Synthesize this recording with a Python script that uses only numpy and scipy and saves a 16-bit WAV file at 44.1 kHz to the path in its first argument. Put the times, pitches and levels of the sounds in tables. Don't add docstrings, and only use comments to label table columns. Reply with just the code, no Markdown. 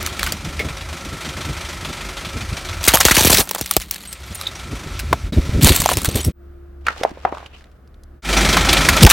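import sys
import numpy as np
from scipy import signal
from scipy.fft import rfft, irfft, next_fast_len
from scipy.io import wavfile
from scipy.ndimage import uniform_filter1d, map_coordinates

SR = 44100
rng = np.random.default_rng(int(sys.argv[2]) if len(sys.argv) > 2 else 0)


def wav_out(sig):
    wavfile.write(sys.argv[1], SR, np.round(np.clip(np.atleast_2d(sig).T, -1, 1) * 32767).astype(np.int16))


N = 402191

# start_s, end_s, fade_in_s, fade_out_s
SECTIONS = [(0, 3.45, 0.0016, .04), (3.419, 5.318, 0.045, 0.05), (5.321, 6.325, .004, .03),
            (6.323, 8.22, 0.11, 0.049), (8.221, 9.536, 0.091, .01)]
# start_s, split_level_db, body_db (above split), body_hz, t60_s (limited in cracks)
CRACKS = [(0.027, -13.5, -11.5, 590, 0.015), (.062, -17.5, -6, 2296, 0.035), (.073, -12, -5.5, 1290, 0.012),
          (.193, -22, 4, 2195, .03), (0.2306, -0.5, -8, 1492, 0.0057), (0.262, -20, 0, 2155, .06),
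          (.272, -20, 3.5, 1450, .02), (.321, -14, -9.5, 520, 0.032), (.592, -25, 5, 2300, .06),
          (2.8397, -10, -17, 2190, 0.017), (2.8495, -13.5, -26, 1448, 0.045), (2.863, -12, -11, 964, 0.031),
          (2.875, -6.5, -2, 1550, 0.087), (2.881, 9.5, -11.5, 2055, 0.017), (2.9367, 0, -7, 745, 0.083),
          (2.9724, -4, -3, 994, 0.0066), (3.002, -5, -6.5, 917, 0.048), (3.009, -4.5, -3.5, 1845, 0.032),
          (3.0516, 15.5, -8.5, 430, 0.011), (3.074, -10, -10.5, 2140, 0.027),
          (3.0828, -9, 4.5, 1073, 0.027), (3.1107, 0, -5.5, 1760, 0.041), (3.1496, -8, -16, 2150, 0.045),
          (3.166, -4, -4.5, 2303, 0.035), (3.1783, -4.5, -9, 874, 0.097), (3.2074, -6, -12, 2163, 0.044),
          (3.224, -12, -7, 603, .028), (3.234, -8, -15, 309, .021), (3.248, -1, -12, 370, 0.027),
          (3.2565, -6.5, 1, 302, .013), (3.271, -6.5, -10, 2340, .055), (3.298, -4, -8.5, 900, 0.067),
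          (3.3145, -5.5, -10, 306, .05), (3.327, -4.5, -8.5, 600, 0.064), (3.342, -5, -10.5, 1995, 0.084),
          (3.363, -8, -12, 1985, 0.098), (3.3826, -5.5, -5.5, 541, 0.041), (3.3918, -6, -16, 958, 0.11),
          (3.4031, -7, -8, 571, 0.046), (3.474, -26, 4, 800, .01), (3.491, -11, -32, 733, .0094),
          (3.511, -5.5, -7.5, 674, 0.01), (3.5486, -12, 0, 656, 0.011), (3.559, -21, 8.5, 750, .012),
          (3.5816, -20.5, -5, 727, 0.065), (3.6113, -6, -12.5, 298, .014), (3.6592, -19, -6.5, 2320, 0.024),
          (3.7107, -2.5, -8, 848, .014), (3.7367, -16, -34, 1650, 0.02), (3.7658, -0.5, -3, 436, 0.016),
          (3.8, -7.5, -12.5, 900, 0.0042), (3.8145, -24.5, -6, 2300, .069), (3.91, -7.5, -34, 2290, 0.018),
          (3.934, -19, -25, 2290, .013), (3.944, -18, -17.5, 2200, 0.0076),
          (4.1268, -22.5, -15, 2140, 0.038), (4.3515, -22.5, -18, 300, 0.035),
          (4.4122, -18.5, -6.5, 1120, 0.018), (4.4716, -19.5, -7.5, 2213, 0.0046),
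          (4.992, -20, -5, 1930, 0.05), (5.1281, -13, 14, 680, .02), (5.6227, -10, -9.5, 301, 0.14),
          (5.6452, 6, -10, 300, .012), (5.671, 2.5, -4.5, 298, 0.012), (5.6792, 8, -13, 296, 0.0062),
          (5.689, -6.5, -7, 307, 0.012), (5.7026, -6.5, -4, 305, 0.018), (5.7507, -14.5, -10.5, 2307, .077),
          (5.761, -4.5, -17, 876, 0.027), (5.8, -14, -24, 379, 0.1), (5.818, -4.5, -6.5, 855, 0.013),
          (5.8592, -3.5, 5, 650, 0.011), (5.8897, -6, 0, 936, 0.011), (5.8986, -3.5, -10, 650, .0073),
          (5.9154, -10, 1.5, 684, 0.029), (5.9334, -6.5, -16.5, 670, 0.014), (5.971, -3.5, 0, 291, 0.007),
          (5.9857, -15.5, -10, 2010, 0.0091), (6.017, -10, -14, 997, 0.01),
          (6.032, -19.5, -15.5, 1340, .02), (6.0463, -2.5, -13.5, 1120, 0.018),
          (6.055, -7, -10.5, 2010, .019), (6.0884, -16.5, -4.5, 368, .018), (6.1529, -17.5, 1.5, 302, 0.11),
          (6.2438, -21.5, -8, 302, .12), (8.5671, -15.5, 9.5, 990, 0.042), (8.7304, -3, -17, 778, 0.022),
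          (8.8871, 1, -0.5, 1523, .027), (8.9604, -18, 0, 1204, 0.086), (9.031, 9, -15, 295.5, 0.021),
          (9.042, -2.5, 4, 289, 0.0047), (9.0496, 5.5, -1, 2285, 0.0077), (9.065, -6, 2.5, 2020, 0.033),
          (9.094, 2, -16, 2050, .005), (9.0992, 6, -8.5, 1657, 0.022), (9.108, 2, -8.5, 1560, .025),
          (9.114, 2.5, -9, 1560, .03)]
# time_s, level_db
SHATTER = [
    [(.1, -61), (.25, -37.5), (.36, -61)],
    [(2.86, -31), (2.9, -22.5), (3.12, -24), (3.2, -19), (3.3, -18), (3.4, -20)],
    [(3.46, -46), (3.62, -38), (3.82, -42), (3.88, -46.5), (3.95, -36), (4.2, -50), (4.4, -42),
     (4.5, -60.5)],
    [(5.64, -22), (5.67, -17.5), (5.78, -28), (5.95, -31), (6.03, -40), (6.13, -35), (6.17, -22),
     (6.29, -48)],
    [(9.05, -14.5), (9.075, -43.5), (9.12, -13)],
]


def amp(db):
    return 10 ** (np.asarray(db) / 20)


def unit(x):
    return x / np.sqrt(np.mean(x ** 2) + 1e-20)


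def along(points, hz):
    f, v = np.transpose(points)
    return np.interp(np.log(hz + 1), np.log(f + 1), v)


def curves(tables):
    t = np.arange(N) / SR
    out = np.full((len(tables[0][0]) - 1, N), -120.)
    for rows in tables:
        s, *cols = np.transpose(rows)
        on = (t > s[0] - .03) & (t < s[-1] + .03)
        out[:, on] = [np.interp(t[on], s, c) for c in cols]
    return out


def wobble(rate_hz):
    knots = rng.standard_normal(int(N * rate_hz / SR) + 4)
    return map_coordinates(knots, [np.arange(N) * rate_hz / SR])


def filtered(x, response):
    n = x.shape[-1]
    m = next_fast_len(n + 2048)
    return irfft(rfft(x, m) * response(np.fft.rfftfreq(m, 1 / SR)), m)[..., :n]


def noise(spectrum):
    return unit(filtered(rng.standard_normal(N), lambda hz: amp(along(spectrum, hz))))


def resonance(hz, centre_hz, width_hz):
    return 1j * hz * width_hz / (centre_hz ** 2 - hz ** 2 + 1j * hz * width_hz)


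def decaying(hits, life_s):
    return signal.lfilter([1], [1, -np.exp(-1 / (life_s * SR))], hits)


def grainy(rate_hz, spread_db, life_s):
    size = amp(spread_db * np.minimum(rng.exponential(size=N), 2))
    return decaying((rng.random(N) < rate_hz / SR) * size, life_s)


def wide(excite, spectrum):
    # pitch_hz, likeness (0-1)
    likeness = [(60, 0.99), (180, 0.92), (550, 0.45), (1650, 0.55), (4970, 0.18), (15000, 0.17)]

    def mid_side(hz):
        turn = np.arccos(np.clip(along(likeness, hz), -1, 1)) / 2
        return amp(along(spectrum, hz)) * [np.cos(turn), np.sin(turn)]

    mid, side = filtered(excite, mid_side)
    return unit(np.array([mid + side, mid - side]))


def cracks():
    # from_s, snap_hz
    snap_pitch = [(0, 4520), (2.8, 6003), (3.45, 7170), (4.4, 4520), (5.6, 7180), (8.2, 5340)]
    # start_s, pitch_hz, level_db, t60_s
    tinkles = [(.23, 4290, -5.5, .015), (0.593, 2167, -14.5, 0.099), (.6, 445, -23.5, 0.3),
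               (3.69, 10000, -30.5, .068), (4.073, 8420, -30.5, 0.24), (4.12, 8440, -31.5, 0.089),
               (4.346, 9300, -26.5, 0.058), (4.455, 3800, -24, .06), (4.468, 3700, -14, .06),
               (5.325, 3800, -25, 0.07), (6.243, 5550, -23.5, 0.082), (8.672, 800, -7.5, 0.04),
               (9.068, 832, 2, 0.047)]
    stutter_db = 4
    out, t = np.zeros(N + SR), np.arange(SR // 12) / SR
    bursts = rng.standard_normal((len(CRACKS), 3, len(t)))
    splinters = rng.standard_normal((len(CRACKS), 3))
    for (s, db, body_db, body_hz, t60_s), x, spread in zip(CRACKS, bursts, splinters):
        snap_hz = [c for start, c in snap_pitch if start <= s][-1]
        t60_s = np.clip(t60_s, .005, .12)
        fall = amp(-60 * t / t60_s) * (1 - np.exp(-t / (0.025 * t60_s)))
        rings_hz = np.clip(snap_hz * np.exp(spread * [.08, .4, .45]), 1500, 15500)

        def colour(f):
            rings = sum(resonance(f, c, 0.046 * c) for c in rings_hz)
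            return resonance(f, snap_hz, 4.7 * snap_hz) ** 2 + 2.0 * rings

        jerks = amp(stutter_db * unit(uniform_filter1d(x[2], size=70)))
        split = unit(filtered(x[0], colour) * jerks)
        body = unit(filtered(x[1], lambda f: resonance(f, body_hz, 0.91 * body_hz) ** 2))
        tail = 0.028 * amp(-60 * t / 0.18)
        burst = split * (fall + tail) + amp(body_db) * body * fall ** 0.67
        out[round(s * SR):][:len(t)] += amp(db) * burst
    t = np.arange(SR // 6) / SR
    for (s, hz, db, t60_s), x in zip(tinkles, rng.standard_normal((len(tinkles), len(t)))):
        rattle = 0.71 + 0.91 * unit(uniform_filter1d(x, size=90))
        level = amp(db - 60 * t / t60_s) * (1 - np.exp(-t / 0.00086))
        out[round(s * SR):][:len(t)] += level * rattle * np.sin(2 * np.pi * hz * t)
    return out[:N]


def puffs():
    # start_s, level_db
    collapses = [(2.878, -7.5), (2.938, -9), (3.052, -8), (3.111, -10), (3.172, -10), (3.208, -13),
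                 (3.249, -7.5), (3.272, -11), (3.3, -9), (3.335, -11.5), (3.392, -13.5), (3.611, -18.5),
                 (3.766, -15.5)]
    start_hz, end_hz, sag_s, t60_s = 597, 55, .004, 0.13
    out, t = np.zeros(N + SR), np.arange(SR // 8) / SR
    turns = end_hz * t + (start_hz - end_hz) * sag_s * (1 - np.exp(-t / sag_s))
    for (s, db), pitch in zip(collapses, rng.standard_normal(len(collapses))):
        swing = np.sin(2 * np.pi * turns * np.exp(.1 * pitch))
        out[round(s * SR):][:len(t)] += amp(db - 60 * t / t60_s) * swing
    return out[:N]


def debris():
    # pitch_hz, density_db (per Hz)
    shards = [(120, -30), (200, -9), (1120, -3.5), (1530, -7), (1840, -3.5), (4350, 0), (4950, -9),
              (9400, -6.5), (10300, -12.5), (12600, -6.5), (16000, -20)]
    shower_db, shower_life_s = -25.5, 0.015
    thrown = np.zeros(N)
    for s, db, *_ in CRACKS:
        thrown[round(s * SR)] = amp(db + shower_db)
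    level = amp(curves(SHATTER)[0]) + decaying(thrown, shower_life_s)
    breaks = 0.35 + grainy(rate_hz=430, spread_db=6.5, life_s=0.0026)
    return level * unit(noise(shards) * breaks)


def chips(count=500):
    chip_hz, chip_t60_s, chip_db = 7000, .04, 2
    t, at = np.arange(SR // 25) / SR, rng.integers(0, N, count)
    draws = rng.standard_normal((count, 3))
    debris_db = curves(SHATTER)[0][at]
    on = debris_db > -100
    pitch, size, life = draws[on].T[:, :, None]
    hz = np.clip(chip_hz * np.exp(.5 * pitch), 1500, 15500)
    decay_db = 60 * t / np.clip(chip_t60_s * np.exp(.5 * life), .005, .06)
    level = amp(debris_db[on, None] + chip_db + 4 * size - decay_db)
    rings = level * np.sin(2 * np.pi * hz * t)
    places = at[on, None] + np.arange(len(t))
    return np.bincount(places.ravel(), rings.ravel(), N)[:N]


def soft_toy():
    # start_s, level_db, pitch_hz
    pops = [(6.8665, -3.5, 1470), (6.8833, -2.5, 1370), (6.963, -24.5, 830), (7.0116, -13, 484),
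            (7.0342, -4.5, 730), (7.0497, -4.5, 673), (7.1146, -21, 304), (7.1725, -26, 497),
            (7.25, 1, 750), (7.2743, -18.5, 925), (7.3245, -8.5, 676), (7.3487, -23, 1160),
            (7.371, -23, 1080), (7.3823, -25.5, 1240), (7.403, -28, 800), (7.428, -28.5, 800),
            (7.4611, -31, 2950)]
    # start_s, level_db, pitch_hz
    ticks = [(6.867, -20.5, 3480), (6.8842, -23, 3000), (7.0339, -13.5, 2980), (7.093, -41.5, 4000),
             (7.108, -42, 4000), (7.25, -39, 3000), (7.29, -47, 2700), (7.3487, -36, 2000),
             (7.371, -40, 2000), (7.3818, -38.5, 3000), (7.4033, -40, 2000), (7.4286, -44, 2200),
             (7.4625, -43.5, 4500), (7.608, -41, 1800), (7.641, -42.5, 2600), (7.715, -54, 3800),
             (7.875, -53.5, 4500), (7.9425, -51, 3500), (8.0347, -44, 5500)]
    # time_s, level_db
    crumple = [(6.84, -62.5), (6.87, -31.5), (6.95, -45), (7.02, -36), (7.12, -47), (7.2, -48), (7.28, -44),
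               (7.46, -46), (7.49, -57), (7.55, -52), (7.66, -57), (7.75, -76)]
    pop_t60_s, tick_t60_s, rustle_db = 0.0223, .02, -6
    out, t = np.zeros((2, N)), np.arange(SR // 10) / SR
    rise = (1 - np.exp(-t / 0.0003)) ** 2
    lean = amp([[-.6], [.6]])
    for (s, db, hz), x in zip(pops, rng.standard_normal((len(pops), 3, len(t)))):
        wall = lambda f: resonance(f, hz, 0.4 * hz) ** 2 + .4 * resonance(f, 0.88 * hz, 1.4 * hz) ** 2
        tones = 1.76 * np.sin(2 * np.pi * hz * t) + .7 * np.sin(2 * np.pi * 1.6 * hz * t)
        ring = tones * amp(-60 * t / 0.01) + 0.77 * unit(filtered(x[0], wall))
        ring = ring * rise * amp(-60 * t / pop_t60_s)
        scatter = 0.11 * unit(filtered(x[1:], wall)) * rise * amp(-60 * t / 0.19)
        dull = filtered(ring * lean + scatter, lambda f: (1 + 1j * f / (3.5 * hz)) ** -2)
        out[:, round(s * SR):][:, :len(t)] += amp(db) * dull
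    for (s, db, hz), x in zip(ticks, rng.standard_normal((len(ticks), len(t)))):
        click = unit(filtered(x, lambda f: resonance(f, hz, 1.2 * hz) ** 2))
        click = click * rise * amp(db - 60 * t / tick_t60_s)
        out[:, round(s * SR):][:, :len(t)] += click * lean
    creak_db, = curves([crumple])
    folds = 0.63 + grainy(rate_hz=210, spread_db=-5.0, life_s=.003)
    creak = wide(folds * rng.standard_normal((2, N)),
                 [(200, -12.5), (500, -8), (1500, -12.0), (2800, -16.5), (6000, -49.5)])
    rustle = wide(folds * rng.standard_normal((2, N)),
                  [(1200, -22.5), (2100, -9.5), (2800, -8.5), (3600, -7.5), (6000, -13.5), (15000, -33.5)])
    return out + amp(creak_db) * (creak + amp(rustle_db + 3 * wobble(17)) * rustle)


def sigh():
    # centre_hz, width_hz, level_db
    hz, width_hz, db = (2750, 800, -48)
    centre_s, half_s = 7.548, .03
    hiss = unit(filtered(rng.standard_normal((2, N)), lambda f: resonance(f, hz, width_hz) ** 2))
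    swell = np.exp(-((np.arange(N) / SR - centre_s) / half_s) ** 2)
    return amp(db + 3 * wobble(120)) * swell * hiss


def engine():
    # start_s, end_s, first_firing_s, knock_share, order2_db, order3_db (before a 3 dB cut)
    idle = [(0, 3.2, .004, 0.94, -102, -29.5), (.75, 3.44, .766, 1.2, -58, -37.5),
            (3.44, 4.9, 3.47, 0.94, -78, -47), (5.321, 6.32, 5.33, 0.34, -39, -26),
            (8.22, 9.2, 8.206, 1.8, -20, -45)]
    cylinders = [11.2, 10.96, 8.45, 10.9]
    # time_s, level_db
    clatter = [
        [(0, -31.5), (.8, -35), (1.3, -32), (2.83, -32)],
        [(3.45, -43.5), (3.88, -54.5), (4.25, -40), (4.5, -36.5), (4.9, -36.5), (5.29, -40.5)],
        [(5.35, -35), (5.6, -35), (6.29, -41.5)],
        [(8.25, -22), (8.33, -18), (9.0, -16.5), (9.12, -27)],
    ]
    # pitch_hz, density_db (per Hz)
    block_colour = [(88, -30.5), (150, 1.5), (226, -10), (341, -5), (448, -12.5), (545, -3.5), (888, -5),
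                    (1310, -3.5), (1660, -6), (2140, -3), (2810, -8), (3700, -8), (8730, -16), (14800, -28),
                    (16000, -37)]
    # pitch_hz, density_db (per Hz)
    close_colour = [(88, -41), (150, -1.5), (341, -7), (475, -9), (555, -10), (612, -7), (888, -7.5),
                    (1080, -10), (2360, -6.5), (2810, -14), (3160, -9.5), (8230, -19), (16000, -33)]
    # pitch_hz, width_hz, level_db (re clatter)
    whines = [(362.4, 54, -17.5), (546.4, 12, -20.5), (1330, 93, -13), (2353, 66, -21)]
    # pitch_hz, width_hz, level_db (re clatter)
    knock_modes = [(2430, 480, -16.5), (3464, 1500, -12.5), (5860, 630, -18)]
    # start_s, end_s, pitch_hz, level_db
    tone_start_s, tone_end_s, tone_hz, tone_db = (3.45, 4.1, 190, -47)
    firing_hz = 25.0
    t, gate, drone = np.arange(N) / SR, np.ones(N), np.zeros(N)
    for start, end, first, share, order2_db, order3_db in idle:
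        on = (t >= start) & (t < end)
        turns = (t[on] - first) * firing_hz
        age_s = turns % 1 / firing_hz
        count = np.floor(turns).astype(int) + 4
        scatter_db = 1.4 * rng.standard_normal(count[-1] + 1)[count]
        size = amp(np.take(cylinders, count % 4) + scatter_db)
        knock = size * (1 - np.exp(-age_s / 0.0023)) * np.exp(-age_s / 0.029)
        gate[on] = unit(1 + share * knock)
        drone[on] = amp(order2_db) * np.sin(4 * np.pi * turns)
        drone[on] += amp(order3_db - 3.0) * np.sin(6 * np.pi * turns)
    rough = unit(6.0 + grainy(rate_hz=370, spread_db=-0.5, life_s=.0012))
    block = np.where(t < SECTIONS[4][0], noise(block_colour), noise(close_colour))
    whine = filtered(rng.standard_normal(N), lambda f: sum(
        amp(db) * np.sqrt(SR / width) * resonance(f, hz, width) ** 2 for hz, width, db in whines))
    ringing = np.zeros(N)
    for hz, width, db in knock_modes:
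        mode = filtered(rng.standard_normal(N), lambda f: resonance(f, hz, width) ** 2)
        ringing += amp(db + 5.14 * wobble(25)) * unit(gate ** 3 * mode)
    drone += amp(tone_db) * np.sin(2 * np.pi * tone_hz * t) * ((t > tone_start_s) & (t < tone_end_s))
    level = amp(curves(clatter)[0] + 0.5 * wobble(18))
    return level * (gate * rough * block + whine + ringing) + drone * amp(2.5 * wobble(7.4))


def brake():
    # time_s, pitch_hz, level_db (before a 2 dB cut)
    squeal = [(5.325, 13230, -48), (5.37, 12450, -55), (5.43, 11900, -56), (5.48, 11000, -64)]
    t, (s, hz, db) = np.arange(N) / SR, np.transpose(squeal)
    level = amp(np.interp(t, s, db, -120, -120) - 2 + 4.75 * wobble(90))
    return level * np.sin(2 * np.pi * np.cumsum(np.interp(t, s, hz)) / SR)


def wind():
    # time_s, buffet_db, flutter_db (above buffet)
    gusts = [
        [(0.0, -32, -6), (3.29, -34.5, -4.5), (3.39, -41, 22)],
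        [(3.45, -51, 10.5), (3.684, -46.5, -8.5), (5.29, -26.5, -7.5)],
        [(5.35, -28, 1), (5.556, -25.5, -8.5), (6.29, -33, 4)],
        [(8.25, -36, 9.5), (8.466, -23.5, -2), (9.12, -25, -2)],
    ]
    # pitch_hz, density_db (per Hz)
    rumble_colour = [(20, -41), (45, 10), (90, 7), (140, -7.5), (250, -57)]
    # pitch_hz, density_db (per Hz)
    flutter_colour = [(80, -35), (140, -1.5), (300, -8.5), (600, -21.5), (1200, -60)]
    # centre_s, level_db, length_s
    thumps = [(0.12, -26, .032), (0.472, -23.5, .079), (0.658, -21, 0.063), (0.711, -24.5, .016),
              (1.466, -25, .021), (2.275, -24, 0.028), (2.365, -21, .046), (2.427, -21, 0.037),
              (2.529, -20, 0.036), (4.317, -26, .041), (4.73, -22.5, .051), (4.87, -19.5, 0.019),
              (5.118, -21.5, 0.021), (5.385, -4, 0.049), (5.495, -11, .014), (5.555, -11.5, 0.067),
              (5.589, -9.5, 0.042), (5.646, -4, 0.071), (5.712, -5.5, 0.048), (5.802, -11, .012),
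              (5.975, -13, 0.033), (6.085, -4, 0.011), (6.159, -10.5, .033), (6.279, -8.5, 0.041),
              (9.046, 9, .055)]
    thump_hz, thump_spread = 83.4, 0.13
    buffet_db, flutter_db = curves(gusts)
    flutter = noise(flutter_colour)
    out = amp(buffet_db) * unit(noise(rumble_colour) * amp(3.4 * wobble(16)))
    out += amp(buffet_db + flutter_db) * unit(flutter * amp(4.84 * wobble(30)))
    steps = np.arange(-SR // 12, SR // 12)
    t = steps / SR
    for (s, db, length_s), (turn, pitch) in zip(thumps, rng.standard_normal((len(thumps), 2))):
        at = np.clip(round(s * SR) + steps, 0, N - 1)
        hz = thump_hz * np.exp(thump_spread * pitch)
        turns = hz * .03 * (1 - np.exp(-t / 0.0296)) + turn
        swing = np.cos(2 * np.pi * turns)
        bump = np.exp(-(t / (0.31 * length_s)) ** 2)
        out[at] += amp(db) * bump * (swing + 0.28 * flutter[at])
    return out


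def roadside():
    # pitch_hz, density_db (per Hz)
    road_colour = [(18, -35), (30, -2.5), (76, -10.5), (94, -13.5), (129, -16), (716, -28), (905, -37.5),
                   (1300, -29), (2370, -44.5), (4090, -50.5), (4650, -51.5), (7060, -57), (14000, -55),
                   (16000, -70)]
    # time_s, low_db (before a 1 dB cut), high_db (before a 4.5 dB boost)
    hum_levels = [(6.3, -39, -53), (6.83, -36.5, -51), (6.86, -39, -73), (8.0, -42.5, -67),
                  (8.2, -40.5, -56)]
    # low_hz, high_hz
    low_hz, high_hz = [69.5, 346]
    road_db = -46.5
    t, (low_db, high_db) = np.arange(N) / SR, curves([hum_levels])
    low = amp(low_db - 1.0 + 2.4 * wobble(5.1)) * np.sin(2 * np.pi * low_hz * t + 0.26 * wobble(5))
    high_phase = 2 * np.pi * high_hz * t + 0.5 * wobble(6) + np.array([[.5], [-.5]])
    high = amp(high_db + 4.5 + 2.2 * wobble(8)) * np.sin(high_phase)
    wash = amp(road_db + 0.42 * wobble(1.3)) * wide(rng.standard_normal((2, N)), road_colour)
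    return (wash + low + high) * ((t > SECTIONS[3][0]) & (t < SECTIONS[3][1]))


def scene():
    shells = cracks() + puffs() + debris() + chips()
    toy = soft_toy() + sigh()
    car = engine() + brake()
    return shells + toy + car + wind() + roadside()


def record(dry):
    top_hz = 16000
    t = np.arange(N) / SR
    fade = np.zeros(N)
    for start, end, fade_in_s, fade_out_s in SECTIONS:
        ramp = np.minimum((t - start) / (fade_in_s + 1e-4), (end - t) / fade_out_s)
        fade += np.clip(ramp, 0, 1)
    clipped = np.clip(dry, -1, 1)
    limited = filtered(clipped * fade, lambda hz: np.where(hz < top_hz, 1, .004))
    return np.clip(limited, -1, 1)


dry = scene()
out = record(dry)
wav_out(out)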